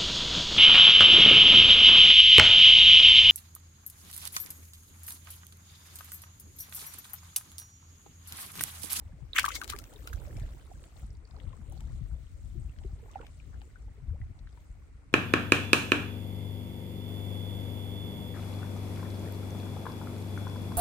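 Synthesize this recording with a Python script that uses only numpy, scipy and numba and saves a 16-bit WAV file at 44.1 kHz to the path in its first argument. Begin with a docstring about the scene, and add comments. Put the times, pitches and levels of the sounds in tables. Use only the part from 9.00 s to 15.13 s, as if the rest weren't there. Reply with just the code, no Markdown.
"""A light wind buffets the two microphone ports with a low, lumpy rumble over the faint wash of the shore.
A third of a second in, a fish thrashes in a rock pool: sheets of water tear into clouds of tiny bubbles,
big bubbles ring and drops smack down, all echoing briefly off the rocks. Spray hangs and patters back.
As the fish swims off, the drips thin out and the pool laps and fizzes, with stray plops among the stones
and one small glug near the end."""
import sys
import numpy as np
from numba import njit
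from scipy import signal
from scipy.fft import rfft, irfft
from scipy.io import wavfile
from scipy.ndimage import uniform_filter1d

SR = 44100
rng = np.random.default_rng(int(sys.argv[2]) if len(sys.argv) > 2 else 0)


def to_wav(sig):
    """Store sig (one row per channel, or 1-D mono) as 16-bit WAV at the path in sys.argv[1].

    Samples outside -1..1 are clipped; the rate is SR.
    """
    pcm = np.clip(np.atleast_2d(sig), -1, 1) * 32767
    pcm = np.round(pcm).astype(np.int16)
    wavfile.write(sys.argv[1], SR, pcm.T)  # frames by channels


N = 270326
LEAD_S_PER_DB = 35e-6  # the louder port hears a panned sound earlier
SIDES = np.array([[1], [-1]])  # left, right


def amp(db):
    return 10 ** (np.asarray(db) / 20)


def unit_rms(x):
    return x / np.sqrt(np.mean(x ** 2) + 1e-20)


def automation(rows):
    """One curve per column, ramping between breakpoints timed by the first column."""
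    times_s, *columns = np.transpose(rows)
    return [np.interp(np.arange(N) / SR, times_s, column) for column in columns]


def panned(pan_db):
    """Gains for the two ports; pan_db is always left minus right."""
    return amp(SIDES * pan_db / 2)


def add(mix, start_s, sound):
    part = mix[:, round(start_s * SR):][:, :sound.shape[1]]
    part += sound[:, :part.shape[1]]


def equalised(x, eq):
    """Minimum-phase EQ, so nothing rings before a hit; comes out at unit RMS."""
    hz, gain_db = np.transpose(eq)
    bin_hz = abs(np.fft.fftfreq(2 ** 14, 1 / SR))
    gain = amp(np.interp(np.log(bin_hz + 1), np.log(hz + 1), gain_db, -70, -70))
    response = np.exp(signal.hilbert(np.log(gain)).conj())
    taps = np.fft.ifft(response).real[:2 ** 13]
    return unit_rms(signal.oaconvolve(x, taps[None], axes=1)[:, :N])


@njit(fastmath=True)
def add_grains(out, onset, cycles_per_sample, length, gain):
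    """Soft-edged sine blips, each chirping slightly upward; onset and length are in samples."""
    for k in range(len(onset)):
        for i in range(max(int(onset[k]) + 1, 0), min(int(onset[k] + length[k]), len(out))):
            age = i - onset[k]
            progress = age / length[k]
            turns = cycles_per_sample[k] * age * (1 + 0.095 * progress)
            out[i] += gain[k] * (progress * (1 - progress)) ** 2 * np.sin(2 * np.pi * turns)


def cloud(eq, per_s, cycles, spread_db, clump_db, pan_db, width_db, length_s=N / SR):
    """Tiny bubbles, a few cycles each, of random pitch, size and place, swelling in clumps."""
    eq_hz, eq_db = np.transpose(eq)
    when, pitch, size, place, span = rng.random((50000, 5))[:int(per_s * length_s)].T
    hz = eq_hz[0] * (eq_hz[-1] / eq_hz[0]) ** pitch
    onset = when * length_s * SR
    length = cycles * (.5 + span) * SR / hz
    # low, middle and high grains each get their own random swell
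    clumps = unit_rms(uniform_filter1d(rng.standard_normal((3, N // 256 + 1)), size=9, axis=1))
    level_db = np.interp(np.log(hz), np.log(eq_hz), eq_db) - spread_db * np.log(size + 0.003)
    level_db += clump_db * clumps[(3 * pitch).astype(int), onset.astype(int) // 256]
    grain_pan_db = pan_db + width_db * (2 * place - 1)
    out = np.zeros((2, N))
    for port, side in zip(out, (1, -1)):
        side_db = side * grain_pan_db / 2
        add_grains(port, onset - LEAD_S_PER_DB * side_db * SR, hz / SR, length, amp(level_db + side_db))
    return unit_rms(out) * np.sqrt(length_s * SR / N)


# Tone of the distant wash: freq_hz, gain_db
SHORE_EQ = [(150, -37.5), (250, -3.5), (292, 0.5), (373, -20), (597, -14.5), (723, -23), (1330, -15),
            (1420, -14.5), (1610, -20), (2130, -14.5), (3280, -31), (4340, -28), (6820, -31), (8700, -27.5),
            (16000, -66.5)]


def shore(level_db=-69):
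    """The far shore blurs into a steady bed of noise."""
    return amp(level_db) * equalised(rng.standard_normal((2, N)), SHORE_EQ) * panned(1.2)


def pushes(per_s, spread_db, channels):
    """Random pushes and pulls of air, as impulses of uneven size."""
    when, size, sign = rng.random((channels, 3000, 3))[:, :int(per_s * N / SR)].T
    pressure = np.sign(sign - .5) * amp(-spread_db * np.log(size + 0.0071))
    out = np.zeros((channels, N))
    np.put_along_axis(out, (when.T * N).astype(int), pressure.T, axis=1)
    return out


# Fader and pan ride of the wind: time_s, level_db, pan_db
WIND_RIDE = [(0.0, -45.5, 2), (0.33, -53, 3.5), (0.6, -51.5, 2), (0.75, -43.5, -10), (1.0, -51.5, 7),
             (1.15, -37.5, -8.5), (1.28, -45.5, -3), (1.45, -36, 1), (1.66, -52, -4), (2.07, -45.5, 2.5),
             (2.29, -53.5, 7.5), (2.45, -42.5, 8), (2.7, -43.5, 6), (2.86, -38.5, 7.5), (3.14, -40.5, 8.5),
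             (3.26, -49, 4.5), (3.62, -35.5, 11), (3.72, -46.5, -1), (3.8, -41.5, 9), (4.05, -48, -2.5),
             (4.37, -47, 2), (4.51, -41.5, 9), (4.7, -52.5, 0), (5.13, -39, 6), (5.41, -44.5, 3.5),
             (5.61, -48.5, 2.5), (6.13, -52, 1)]
# Tone of an eddy through the microphone's bass cut: freq_hz, gain_db
RUMBLE_EQ = [(12, -36.5), (20, -8.5), (43, 7), (66, 5.5), (140, -10), (243, -24), (295, -32.5), (333, -29),
             (475, -56.5), (700, -44), (910, -74), (1540, -120)]


def wind(flutter_db=2.02, flutter_s=0.046):
    """Eddies push on the ports in uneven puffs; each push rings through the bass cut."""
    level_db, pan_db = automation(WIND_RIDE)
    window = int(flutter_s * SR)
    puffs = unit_rms(uniform_filter1d(uniform_filter1d(rng.standard_normal(N), window), window))
    brighter_eq = [(hz, db + 3 * np.log2(hz / 60)) for hz, db in RUMBLE_EQ]
    large = equalised(pushes(per_s=190, spread_db=3.5, channels=1), RUMBLE_EQ)  # cover both ports
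    small = equalised(pushes(per_s=170, spread_db=2.5, channels=2), brighter_eq)
    return amp(level_db + flutter_db * puffs) * panned(pan_db) * (large + amp(-6.5) * small)


# The strongest eddies: start_s, level_db, pitch_hz, pan_db
WIND_THUMPS = [(0.13, -38, 119, -4), (0.206, -32, 49, 10), (0.223, -34.5, 101.4, 10),
               (1.351, -33, 92.7, -8.0), (2.04, -41.5, 150, 5), (2.59, -40.5, 156, 7),
               (3.009, -28.5, 96.2, 14.5), (3.117, -24, 56.4, 9), (3.323, -38, 66, 15),
               (3.573, -32.5, 101.4, 15), (4.379, -46, 87, 10.5), (5.026, -35.5, 93.2, 12.5),
               (5.106, -24.5, 70.2, 8), (5.212, -29, 76, -12)]


def wind_thumps():
    """A strong eddy lands as a low thump a few cycles long, sagging onto its pitch."""
    t = np.arange(SR // 8) / SR
    out = np.zeros((2, N))
    for start_s, level_db, pitch_hz, pan_db in WIND_THUMPS:
        hz = pitch_hz * (1 + 0.7 * np.exp(-t / 0.014))  # the bass cut lets the higher part out first
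        envelope = (t * pitch_hz / 2.32) * np.exp(1 - t * pitch_hz / 0.99)
        thump = envelope * np.sin(2 * np.pi * np.cumsum(hz) / SR)
        add(out, start_s, amp(level_db) * panned(pan_db) * thump)
    return out


# Fader rides of the stirred water: time_s, lapping_db, fizz_db
POOL_RIDE = [(0.0, -66, -76.5), (0.28, -67.5, -75), (0.4, -56, -73), (1.11, -58.5, -66.5),
             (1.38, -55.5, -67), (1.63, -63, -70), (2.03, -64.5, -68), (2.22, -70.5, -82.5),
             (2.37, -59, -73), (2.62, -63, -74.5), (2.84, -64.5, -69), (3.25, -69, -74), (3.5, -71.5, -71),
             (4.05, -63, -73.5), (4.21, -55, -72.5), (4.36, -70, -71), (4.6, -64.5, -72.5),
             (4.95, -71, -77.5), (5.2, -68.5, -81), (5.45, -70, -80), (5.57, -68.5, -72.5),
             (5.75, -72, -78), (6.13, -70.5, -84)]
# Tone of the gurgle between the stones: freq_hz, gain_db
LAPPING_EQ = [(220, -4.5), (350, -4.5), (700, -5), (1400, -4), (2500, -6), (4000, -12.5)]
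# Tone of the spray, fizz below and mist on top: freq_hz, gain_db
SPRAY_EQ = [(2500, -7), (3500, -4.5), (5000, -4.5), (7500, 6), (9500, -11), (13000, -2.5), (16000, -2.5)]


def pool(hang_db=12.5, hang_until_s=1.2, settle_s=0.31):
    """Stirred water laps and fizzes; the finest spray follows the fizz and hangs on after the splash."""
    lapping = cloud(LAPPING_EQ, per_s=1000, cycles=5.5,
                    spread_db=2.5, clump_db=2.5, pan_db=0.26, width_db=12)
    blips = cloud(LAPPING_EQ[1:5], per_s=63, cycles=13,
                  spread_db=2, clump_db=5, pan_db=1.5, width_db=8.5)
    fizz = cloud(SPRAY_EQ[:5], per_s=8000, cycles=8, spread_db=2, clump_db=2.2, pan_db=2.5, width_db=12)
    plinks = cloud(SPRAY_EQ[:4], per_s=24, cycles=22, spread_db=2, clump_db=3, pan_db=2, width_db=11)
    mist = cloud(SPRAY_EQ[4:], per_s=5100, cycles=11, spread_db=3.5, clump_db=3.5, pan_db=3, width_db=11)
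    lapping_db, fizz_db = automation(POOL_RIDE)
    t = np.arange(N) / SR
    splash_s = SPLASH_SHEETS[0][0]
    hanging = (t > splash_s) * np.exp(-np.maximum(t - hang_until_s, 0) / settle_s)
    mist_db = -82 + 0.9 * (fizz_db + 72) + hang_db * hanging
    return (amp(lapping_db) * (lapping + amp(-8.5) * blips)
            + amp(fizz_db) * (fizz + amp(-12) * plinks)
            + amp(mist_db) * mist)


def rock_echoes(x, t60_s=0.072):
    """The rocks around the pool throw each sound back as a short scatter of echoes."""
    t = np.arange(SR // 8) / SR
    taps = rng.standard_normal((2, len(t))) * (rng.random((2, len(t))) < .06)
    taps *= amp(-60 * t / t60_s) * (t > .002)  # decay and pre-delay
    taps /= np.linalg.norm(taps, axis=1, keepdims=True)
    return signal.oaconvolve(x, taps, axes=1)[:, :N]


# Air leaving a gap in the stones: start_s, length_s, level_db, first_hz, late_hz, last_hz
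AIR_POCKET = (5.112, 0.06, -57, 290, 700, 1500)


def glug():
    """The air pocket shrinks: its pitch creeps up, then shoots up as it closes."""
    start_s, length_s, level_db, first_hz, late_hz, last_hz = AIR_POCKET
    progress = np.arange(int(length_s * SR)) / (length_s * SR)
    hz = first_hz + (late_hz - first_hz) * progress + (last_hz - late_hz) * progress ** 6
    chirp = np.sin(np.pi * progress) * np.sin(2 * np.pi * np.cumsum(hz) / SR)
    out = np.zeros((2, N))
    add(out, start_s, amp(level_db) * panned(0) * chirp)
    return out


def drip_hits(count=80, from_s=0.72, thin_s=1.5, drain_s=0.74, low_hz=3460, high_hz=12960):
    """Cues for small drops running off: sparser, softer and duller as the stones drain."""
    when, size, pitch, place = rng.random((count, 4)).T
    delay_s = np.minimum(-thin_s * np.log(when + 1e-3), 5)
    level_db = -52 - 8 * np.minimum(delay_s / drain_s, 1) + 4 * (2 * size - 1)
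    dulling_octaves = 0.14 * delay_s
    centre_hz = low_hz * (high_hz / low_hz) ** pitch / 2 ** dulling_octaves
    pan_db = 5 + 10 * (2 * place - 1)
    return list(zip(from_s + delay_s, level_db, centre_hz, pan_db))


# The loudest drops of falling spray: hit_s, level_db, centre_hz, pan_db
DROP_HITS = [(0.3854, -18.5, 3130, -6.5), (0.3954, -14.5, 2400, 0.5), (0.4315, -29, 7000, 3),
             (0.4529, -23.5, 5530, 7), (0.4618, -23, 2250, -2.5), (0.4882, -29.5, 3500, 5.5),
             (0.547, -38, 4240, -7.5), (0.555, -25.5, 8500, 4.5), (0.616, -29.5, 1940, 3.5),
             (0.637, -35, 8000, 8.5), (0.644, -33, 8300, 8), (0.6782, -37, 6700, 11),
             (0.699, -26, 5460, 3.5), (0.7016, -25.5, 11100, 6.5), (0.71, -34.5, 9500, -4.5),
             (0.7243, -36, 5300, 4.5), (0.763, -41, 5900, 3.5), (0.7886, -31.5, 12700, 10),
             (0.8404, -41, 3100, 3.5), (0.938, -47, 6500, 5.5), (1.0742, -30.5, 5370, 5),
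             (1.1344, -35.5, 4960, -2), (1.3692, -46, 2950, 9.5), (1.399, -44.5, 4000, 8),
             (1.84, -46, 2464, -2.5), (2.3108, -55.5, 4250, 15.5), (2.4013, -49, 1960, 18),
             (2.698, -53, 9900, 9), (2.7232, -48.5, 11000, -3), (2.7766, -54.5, 4100, -14),
             (2.8067, -43, 2194, 7.5), (3.7874, -49, 2670, 9), (3.8367, -50, 2520, -3),
             (4.1145, -51.5, 6380, -8.5), (4.2134, -49.5, 2180, -2), (4.2676, -43.5, 1900, 4),
             (4.401, -54, 2590, 14.5), (4.617, -48, 2080, 6.5), (5.2162, -51.5, 1990, 12.5),
             (5.3917, -52, 4150, 9), (5.4734, -48, 1590, 2.5), (5.575, -50.5, 1750, 9.5)]


def drops(trim_db=-5.5, low_cut_hz=1000, samples=1536):
    """A drop's tick: a soft-edged snap of band noise with a brief fading tail and no bass."""
    hz = np.fft.rfftfreq(samples, 1 / SR) + 1
    from_peak_ms = np.arange(samples) / SR * 1000 - 8
    snap = amp(60 * np.minimum(from_peak_ms / 7.6, -from_peak_ms / 5.9))
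    tail = amp(-15.5 + 60 * np.minimum(from_peak_ms / 18, -from_peak_ms / 40))
    low_cut = 1 / (1 + (low_cut_hz / hz) ** 4)  # a drop is too small to push out bass
    out = np.zeros((2, N))
    for hit_s, level_db, centre_hz, pan_db in DROP_HITS + drip_hits():
        noise = rng.standard_normal((3, samples))
        stereo_noise = 0.23 * noise[:2] + noise[2]  # mostly shared by the two ports
        width_octaves = max(0.45 + 0.1 * (level_db + 50), .15)  # heavier drops are broader
        band = np.exp(-(np.log2(hz / centre_hz) / width_octaves) ** 2 / 4) / np.sqrt(hz / centre_hz)
        lead = np.exp(1j * np.pi * hz * LEAD_S_PER_DB * pan_db * SIDES)
        burst = unit_rms(irfft(rfft(stereo_noise) * band * low_cut * lead))
        add(out, hit_s - .0075, amp(level_db + trim_db) * panned(pan_db) * burst * (snap + tail))
    return out


# Single plops of trapped air: start_s, level_db, pitch_hz, t60_ms, pan_db
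BUBBLE_PLOPS = [(0.3323, -28, 3750, 12, -6.5), (0.3642, -20.5, 2110, 3.2, 9.5), (0.3686, -24, 2870, 13, -2),
                (0.383, -29, 2740, 3, -3), (0.386, -7.5, 1600, 3, 1.5), (0.4036, -37, 3150, 5, -12),
                (0.4421, -20, 1213, 11, 15.5), (0.4463, -24.5, 1575, 24, -1.5),
                (0.457, -25.5, 1116, 15, 5.5), (0.4803, -22, 1140, 18, 9.5), (0.5042, -33.5, 1370, 11, 16),
                (0.5616, -38.5, 2135, 27, 20), (0.615, -27.5, 1470, 19, 2.5),
                (0.6245, -39.5, 1190, 25, 16.5), (0.7253, -38, 1172, 77, 6), (0.7347, -29.5, 1245, 6.7, 9),
                (0.739, -42.5, 396, 63, -2), (0.7633, -45, 2210, 7, -11), (0.795, -56, 1320, 26, 23),
                (0.9606, -47.5, 3690, 20, 9), (1.073, -40, 1410, 28, -11.5), (1.1291, -33, 1520, 6.5, -8.5),
                (1.2717, -46, 590, 62, -1), (1.3675, -51.5, 2320, 30, 12), (1.7132, -43.5, 710, 21, -9),
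                (2.5309, -55.5, 1050, 86, 21), (2.7215, -49.5, 763, 28, 9), (3.55, -48.5, 344, 115, -10.5),
                (3.695, -54.5, 2690, 14, 7.5), (3.8446, -40, 374, 51, -5.5), (4.0261, -50.5, 445, 52, -7),
                (4.1556, -30.5, 782, 25, -6), (4.1988, -41, 457, 21, -4), (4.2137, -48, 1480, 41, -6.5),
                (4.231, -49.5, 840, 35, -6), (4.6156, -51.5, 817, 20, -10), (4.7569, -47, 1470, 34, 5),
                (4.975, -54, 411, 60, 0), (5.2146, -50.5, 1960, 32, 1.5), (5.5726, -54.5, 945, 39, 4)]


def bubbles(attack_cycles=3, climb_per_t60=0.048):
    """Each bubble swells in a few cycles and rings out; its pitch climbs as it nears the surface."""
    t = np.arange(SR // 8) / SR
    out = np.zeros((2, N))
    for start_s, level_db, pitch_hz, t60_ms, pan_db in BUBBLE_PLOPS:
        age_ms = 1000 * (t + LEAD_S_PER_DB / 2 * pan_db * SIDES)
        attack_ms = 1000 * attack_cycles / pitch_hz
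        attack = np.sin(np.pi / 2 * np.clip(age_ms / attack_ms, 0, 1)) ** 2
        decay = amp(-60 * np.maximum(age_ms - attack_ms, 0) / t60_ms)
        turns = pitch_hz * age_ms / 1000 * (1 + climb_per_t60 * age_ms / t60_ms / 2)
        add(out, start_s, amp(level_db) * panned(pan_db) * attack * decay * np.sin(2 * np.pi * turns))
    return out


# Sheets of water thrown up by the fish: peak_s, body_db, treble_db
SPLASH_SHEETS = [(0.363, -32.5, -36), (0.388, -25.5, -34), (0.447, -38, -49), (0.488, -43, -42),
                 (0.519, -38, -46.5), (0.535, -50, -57), (0.556, -39.5, -38), (0.578, -62, -68),
                 (0.614, -53, -56), (0.64, -61, -61), (0.698, -41, -43), (0.722, -45, -56),
                 (0.752, -55, -62), (0.795, -63, -68)]
# Tone of tearing water: freq_hz, gain_db
SPLASH_EQ = [(950, -14.5), (1500, -5), (3000, -3.5), (5500, -3.5), (7500, -7), (10000, -12.5),
             (13000, -6.5), (16000, -6)]


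def splash(rise_db_per_s=1400.5, fall_db_per_s=900, spatter_fall_db_per_s=220):
    """Sheets of water tear in turn: each is a surge of dense grains with a softer spatter as its tail."""
    t = np.arange(SR) / SR
    envelopes = np.zeros((2, N))  # body, treble
    for peak_s, body_db, treble_db in SPLASH_SHEETS:
        rise_db = rise_db_per_s * (t - peak_s)
        tear = amp(np.minimum(rise_db, fall_db_per_s * (peak_s - t)))
        spatter = amp(-19 + np.minimum(rise_db, spatter_fall_db_per_s * (peak_s - t)))
        envelopes[:, :SR] += amp([[body_db], [treble_db]]) * (tear + spatter)
    body = cloud(SPLASH_EQ[:4], per_s=18000, cycles=7.56,
                 spread_db=3.5, clump_db=8.5, pan_db=2, width_db=5, length_s=0.97)
    treble = cloud(SPLASH_EQ[3:], per_s=30000, cycles=7.2,
                   spread_db=5.3, clump_db=3.5, pan_db=3.5, width_db=9.5, length_s=1)
    return envelopes[0] * body + envelopes[1] * treble


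def scene():
    """Close water sounds over a bed of wind, shore and pool; only the close ones echo."""
    close = splash() + bubbles() + glug() + drops()
    bed = wind() + wind_thumps() + shore() + pool()
    return bed + close + amp(-10.5) * rock_echoes(close)


def record(dry):
    """A steep high cut takes off the very top."""
    high_cut = signal.firwin(511, 16050, window=("kaiser", 9), fs=SR)
    return signal.oaconvolve(dry, high_cut[None], "same")


dry = scene()
out = record(dry)
to_wav(out)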